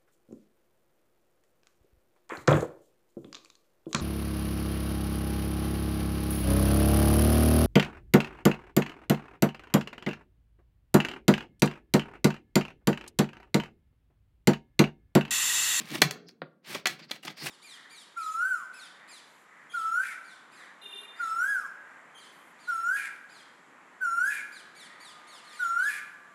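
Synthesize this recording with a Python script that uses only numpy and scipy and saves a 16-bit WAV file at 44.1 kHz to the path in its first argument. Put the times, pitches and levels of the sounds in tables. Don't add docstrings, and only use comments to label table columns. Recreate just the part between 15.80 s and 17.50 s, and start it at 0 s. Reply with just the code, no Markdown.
import sys
import numpy as np
from scipy import signal
from scipy.fft import rfft, irfft
from scipy.io import wavfile
from scipy.ndimage import uniform_filter1d

SR = 44100
rng = np.random.default_rng(int(sys.argv[2]) if len(sys.argv) > 2 else 0)


def output_pcm(signal):
    pcm = np.clip(np.atleast_2d(signal).T, -1, 1) * 32767
    wavfile.write(sys.argv[1], SR, np.round(pcm).astype(np.int16))


N = 74970
T = np.arange(N) / SR
CRACK_RISE_S = 0.00026


def amp(db):
    return 10 ** (np.asarray(db) / 20)


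def unit(x):
    return x / np.sqrt(np.mean(x ** 2) + 1e-20)


def log_interp(points, hz):
    f, value = np.transpose(points)
    return np.interp(np.log(hz + 1), np.log(f), value)


def add(mix, start_s, sound):
    part = mix[round(start_s * SR):][:len(sound)]
    part += sound[:len(part)]


def colour(x, spectrum, bass_db=0, treble_db=0, peak_hz=1000, peak_db=0, size=4096):
    bass_hz, treble_hz, peak_sigma_oct = 840, 4500, 0.28
    hz = np.abs(np.fft.fftfreq(size, 1 / SR))
    bass = bass_db / (1 + (hz / bass_hz) ** 4)
    treble = treble_db * (1 - 1 / (1 + (hz / treble_hz) ** 4))
    peak = peak_db * np.exp(-.5 * (np.log2((hz + 1) / peak_hz) / peak_sigma_oct) ** 2)
    log_gain = np.log(unit(amp(log_interp(spectrum, hz))) * amp(bass + treble + peak))
    taps = np.fft.ifft(np.exp(np.conj(signal.hilbert(log_gain)))).real
    return signal.fftconvolve(x, taps[:size // 2])[:len(x)]


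def ring(modes, rise_s, size=12000):
    t = T[:size]
    sines = sum((-1) ** k * amp(db - 60 * t / t60_s) * np.sin(2 * np.pi * hz * t)
                for k, (hz, db, t60_s) in enumerate(modes))
    return (1 - np.exp(-t / rise_s)) * sines


def burst(decay_s, size=8192):
    envelope = np.exp(-T[:size] / decay_s) * (1 - np.exp(-T[:size] / CRACK_RISE_S))
    spectrum = rfft(rng.standard_normal(size) * envelope)
    x = irfft(spectrum / (abs(spectrum) + 1e-12)) * np.sqrt(envelope)
    return x * np.sqrt(decay_s * SR / 2) / np.linalg.norm(x)


def room(x, delay_s=0.0024, early_db=9.5, early_decay_s=0.021, smooth_bins=70):
    # f/Hz, t60/s
    t60_curve = [(100, 0.96), (300, 1), (700, .43), (1400, .45), (2500, 0.31), (5000, .33), (10000, 0.11),
                 (16000, 0.19)]
    hz, t, noise = signal.stft(rng.standard_normal(SR), SR, nperseg=256)
    decay = amp(-60 * t / log_interp(t60_curve, hz)[:, None])
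    tail = signal.istft(noise * decay, SR, nperseg=256)[1][:SR]
    arrived = T[:SR] > delay_s
    early_boost = 1 + amp(early_db) * np.exp(-T[:SR] / early_decay_s)
    spectrum = rfft(tail * arrived * early_boost)
    power = uniform_filter1d(uniform_filter1d(abs(spectrum) ** 2, smooth_bins), smooth_bins)
    response = (irfft(spectrum / np.sqrt(power), SR) * arrived)[:SR // 2]
    return signal.fftconvolve(x, response / np.linalg.norm(response))[:N]


def air(rms_db=-68.5):
    # f/Hz, level/dB
    spectrum = [(25, -30), (70, -26), (110, -18), (170, 6.5), (260, 0), (400, -17.5), (700, -20),
                (1400, -26), (2500, -40.5), (6000, -44.5), (16000, -43)]
    return amp(rms_db) * unit(colour(rng.standard_normal(N), spectrum))


def knocks(room_db=-8.5):
    # t/s, level/dB, decay/s, treble/dB
    taps = [(.357, -38.5, 0.0018, -22), (0.492, -52, 0.0016, 6), (.6180, -27, 0.0026, 10),
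            (0.6227, -35.5, 0.0043, -33)]
    # f/Hz, level/dB
    spectrum = [(40, -56), (90, -40), (170, 3.5), (300, 4), (530, 5.5), (950, -3.5), (1400, -1.5),
                (1800, -3), (2500, -13.5), (3900, -17), (4700, -21.5), (5800, -63), (12000, -67)]
    # f/Hz, level/dB, t60/s
    modes = [(181.3, -10.5, 0.085), (268.4, -15, 0.19), (364.5, -14.5, 0.16), (528, -10.5, 0.1),
             (1402, -18, 0.15), (1800, -32, 0.057)]
    x = np.zeros(N)
    for start_s, db, decay_s, treble_db in taps:
        add(x, start_s, amp(db) * colour(burst(decay_s), spectrum, treble_db=treble_db))
        add(x, start_s, amp(db) * ring(modes, rise_s=decay_s))
    return x + amp(room_db) * room(x)


def bench(rise_s=0.0097):
    # t/s, level/dB
    recoils = [(0.2212, -27.5), (0.2427, -23), (0.6228, -43), (1.639, -40.5)]
    # f/Hz, level/dB, t60/s
    modes = [(160.3, 6, 0.13), (138, -8.5, 0.22), (205, -11, .14), (315, -6.5, .1), (172, -20.5, 0.7)]
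    x = np.zeros(N)
    for start_s, db in recoils:
        add(x, start_s, amp(db) * ring(modes, rise_s, size=N))
    return x


def skids(room_db=-21):
    # peak t/s, sigma/s, f/Hz, width/Hz, level/dB
    swells = [(0.487, .011, 4950, 1490, -54), (1.234, 0.012, 4500, 1300, -53.5),
              (1.294, .007, 4600, 1500, -58.5), (1.433, 0.0021, 2750, 300, -40),
              (1.615, 0.025, 4600, 2200, -44.5), (1.671, 0.0022, 2610, 300, -37)]
    hz = np.fft.rfftfreq(N, 1 / SR)
    x = np.zeros(N)
    for peak_s, sigma_s, centre_hz, width_hz, db in swells:
        band = 1 / (1 + ((hz - centre_hz) / (width_hz / 2)) ** 2) ** 2
        friction = unit(irfft(rfft(rng.standard_normal(N)) * band, N))
        envelope = np.exp(-.5 * ((T - peak_s) / sigma_s) ** 2)
        x += amp(db) * envelope * friction
    return x + amp(room_db) * room(x)


def snaps(ring_halfwidth_oct=1.2, room_db=-7, ring_send=0.35):
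    # t/s, level/dB, bass/dB, treble/dB, decay/s, peak f/Hz, peak gain/dB, ring/dB, ring centre f/Hz
    breaks = [(0.055, -47.5, -9.5, 3.5, 0.0033, 4500, 2, -18, 2500),
              (0.104, -39.5, -4.5, 2.5, 0.0032, 3770, 2.5, -16, 2500),
              (.1160, -39, 0.5, 7.5, 0.0018, 4000, 2, -13, 330),
              (.1685, -44.5, -9.5, 10, 0.00097, 12000, 6, -19.5, 2500),
              (.2165, -28.5, 23.5, 7, 0.005, 405, -18.5, -18, 330),
              (.2188, -6.5, 7, 5, 0.00083, 3800, 9.5, -10, 4000),
              (.2207, -12, 5.5, -3.5, 0.0039, 1680, 8.5, -6.5, 800),
              (.3097, -26.5, -2, 3.5, 0.0024, 6060, 3, -12, 2000),
              (0.4863, -46.5, -17.5, 4.5, 0.00067, 4970, 6, -20.5, 2420),
              (.4912, -43, -13, -5.5, 0.00093, 4800, 13, -23.5, 2400),
              (0.5098, -69.5, -21, -1, .002, 5100, 28, -17, 4500),
              (.9493, -32.5, 11, -0.5, 0.0057, 4500, 0, -24, 700),
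              (0.955, -36.5, 12, -32, 0.0052, 1070, 15, -22, 350),
              (1.0562, -11.5, -14.5, -13.5, 0.0048, 1390, 2.5, -10.5, 1380),
              (1.0695, -20, -3, 1, 0.0039, 6700, 6.5, -8.5, 2200),
              (1.3103, -41.5, 16, 7.5, 0.0057, 4630, 7, 5.5, 324),
              (1.3140, -27, -11, -3, 0.003, 3610, 10.5, -10.5, 2000),
              (1.4505, -45.5, 16.5, 11, 0.0023, 4600, 7, 10.5, 328),
              (1.4795, -25, -2.5, -16, 0.0016, 2220, -4, -16.5, 1800),
              (1.6870, -43, -8, 13, 0.00084, 9600, 7, -1, 2500)]
    # f/Hz, level/dB
    spectrum = [(30, -20), (80, -24.5), (150, -11.5), (320, 0.5), (470, -4.5), (680, -2), (1000, -7),
                (1500, -4.5), (2300, -0.5), (2900, -5), (3400, 0), (3750, -9), (4200, 0.5), (5200, -9),
                (6600, -7), (8200, -14.5), (12000, -15.5), (15800, -20)]
    # f/Hz, level/dB, t60/s
    modes = [(322, -7, .1), (660, -10, .045), (738, -9, .1), (1010, -17, .12), (1252, -11, .12),
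             (1470, -10, .07), (1716, -11, .12), (1958, -6, .1), (2296, -12, .14), (2370, -7, .1),
             (2686, -15, .07), (3435, -11, .09), (4185, -7, .05), (4640, -17, .09), (6480, -12, .06)]
    cracks, room_cracks, rings = np.zeros((3, N))
    for start_s, db, bass_db, treble_db, decay_s, peak_hz, peak_db, ring_db, ring_hz in breaks:
        crush = amp(db) * burst(decay_s)
        add(cracks, start_s, colour(crush, spectrum, bass_db, treble_db, peak_hz, peak_db))
        add(room_cracks, start_s, colour(crush, spectrum, bass_db, treble_db, peak_hz, 0.4 * peak_db))
        excited = []
        for hz, mode_db, t60_s in modes:
            rolloff_db = 10 * np.log10(1 + (np.log2(hz / ring_hz) / ring_halfwidth_oct) ** 4)
            excited.append((hz, mode_db - rolloff_db, t60_s))
        add(rings, start_s, amp(db + ring_db) * ring(excited, CRACK_RISE_S))
    return cracks + rings + amp(room_db) * room(room_cracks + ring_send * rings)


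def strokes(fibres_per_s=8000, spread_db=3.5, chatter_s=0.0059, chatter_db=-1.5, grit_db=2.5,
            room_db=-9.5):
    # t/s, rasp level/dB, rumble level/dB, fizz level/dB
    envelopes = [
        [(0.0, -44.5, -41, -54.5), (0.026, -52, -53.5, -61), (0.04, -56.5, -56, -66.5), (0.09, -49, -60, -54),
         (0.122, -46.5, -36, -53.5), (0.156, -33.5, -36, -38), (0.166, -51, -49, -59), (0.184, -40, -38, -47),
         (0.198, -68, -43, -73), (0.208, -50, -38, -52)],
        [(0.82, -96, -71, -111), (0.85, -57.5, -75.5, -71.5), (0.876, -49, -58, -55),
         (0.908, -44.5, -46.5, -47.5), (0.938, -45.5, -56.5, -46.5), (0.95, -38.5, -52, -50.5),
         (0.966, -43.5, -41.5, -55), (1.0, -51, -78, -65), (1.034, -92, -70, -99), (1.04, -68, -80, -87)],
        [(1.095, -42.5, -50.5, -49), (1.131, -51.5, -52, -58), (1.171, -72, -65, -77), (1.183, -71, -67, -83),
         (1.195, -48.5, -70, -65), (1.217, -61, -48, -90), (1.231, -53.5, -69, -88),
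         (1.249, -58.5, -67.5, -68.5), (1.269, -87.5, -66, -108), (1.291, -66.5, -78, -93),
         (1.303, -49.5, -62, -63)],
        [(1.335, -57, -44, -64), (1.363, -50, -74, -60), (1.387, -85, -61.5, -96), (1.405, -79, -79, -80)],
        [(1.41, -81, -96, -102), (1.424, -83, -76, -78), (1.432, -51, -73, -54.5), (1.444, -57, -61, -61),
         (1.454, -43.5, -50, -46.5), (1.466, -56, -53.5, -56), (1.482, -34, -50, -58), (1.492, -53.5, -48, -71),
         (1.508, -46, -51.5, -57), (1.55, -84, -82, -93)],
        [(1.555, -103, -71, -103), (1.573, -52.5, -75, -56.5), (1.589, -53.5, -64.5, -58),
         (1.649, -43.5, -34.5, -43.5), (1.669, -33, -49.5, -36), (1.7, -51.5, -43, -69)],
    ]
    # f/Hz, level/dB
    rasp_spectrum = [(150, -44), (300, -12.5), (600, -0.5), (950, -1), (1400, -2.5), (1900, 3.5), (2700, 1),
                     (3300, -1), (4600, -4), (6000, -12), (7500, -18.5), (12000, -49.5)]
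    rumble_spectrum = [(30, -34.5), (75, -35), (105, -15), (140, 4), (200, 1.5), (250, -1), (335, -0.5),
                       (450, -17), (700, -36.5), (1500, -46.5)]
    fizz_spectrum = [(3000, -38.5), (5500, 3), (7000, -2.5), (9000, 4.5), (11000, -1), (13500, -1),
                     (15800, -4)]
    fade_s, off_db = 0.004, (-100, -100, -100)
    points = []
    for stroke in envelopes:
        points += [(stroke[0][0] - fade_s, *off_db), *stroke, (stroke[-1][0] + fade_s, *off_db)]
    times_s, *levels_db = np.transpose(sorted(points))
    rasp_gain, rumble_gain, fizz_gain = (amp(np.interp(T, times_s, db)) for db in levels_db)

    strengths = amp(spread_db * np.minimum(rng.exponential(1, N), 4)) * rng.choice([-1, 1], N)
    chatter = unit(uniform_filter1d(rng.standard_normal(N), int(chatter_s * SR)))
    tears = rng.random(N) < fibres_per_s / SR
    fibres = unit(strengths * tears * amp(chatter_db * chatter))
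    grit = unit(fibres * amp(grit_db * chatter))
    rasp = amp(2) * colour(fibres * rasp_gain, rasp_spectrum)
    fizz = amp(-2) * colour(grit * fizz_gain, fizz_spectrum)
    rumble = amp(0.5) * colour(fibres * rumble_gain, rumble_spectrum)
    x = rasp + fizz + rumble
    return x + amp(room_db) * room(x)


def scene():
    return (air() + strokes() + snaps() + skids() + bench() + knocks())[None]


def record(dry, low_cut_hz=80, high_cut_hz=16100):
    highpass = signal.butter(2, low_cut_hz, "high", fs=SR, output="sos")
    lowpass = signal.firwin(401, high_cut_hz, window=("kaiser", 8), fs=SR)
    clipped = np.clip(signal.sosfilt(highpass, dry), -1, 1)
    return signal.oaconvolve(clipped, lowpass[None], "same")


dry = scene()
out = record(dry)
output_pcm(out)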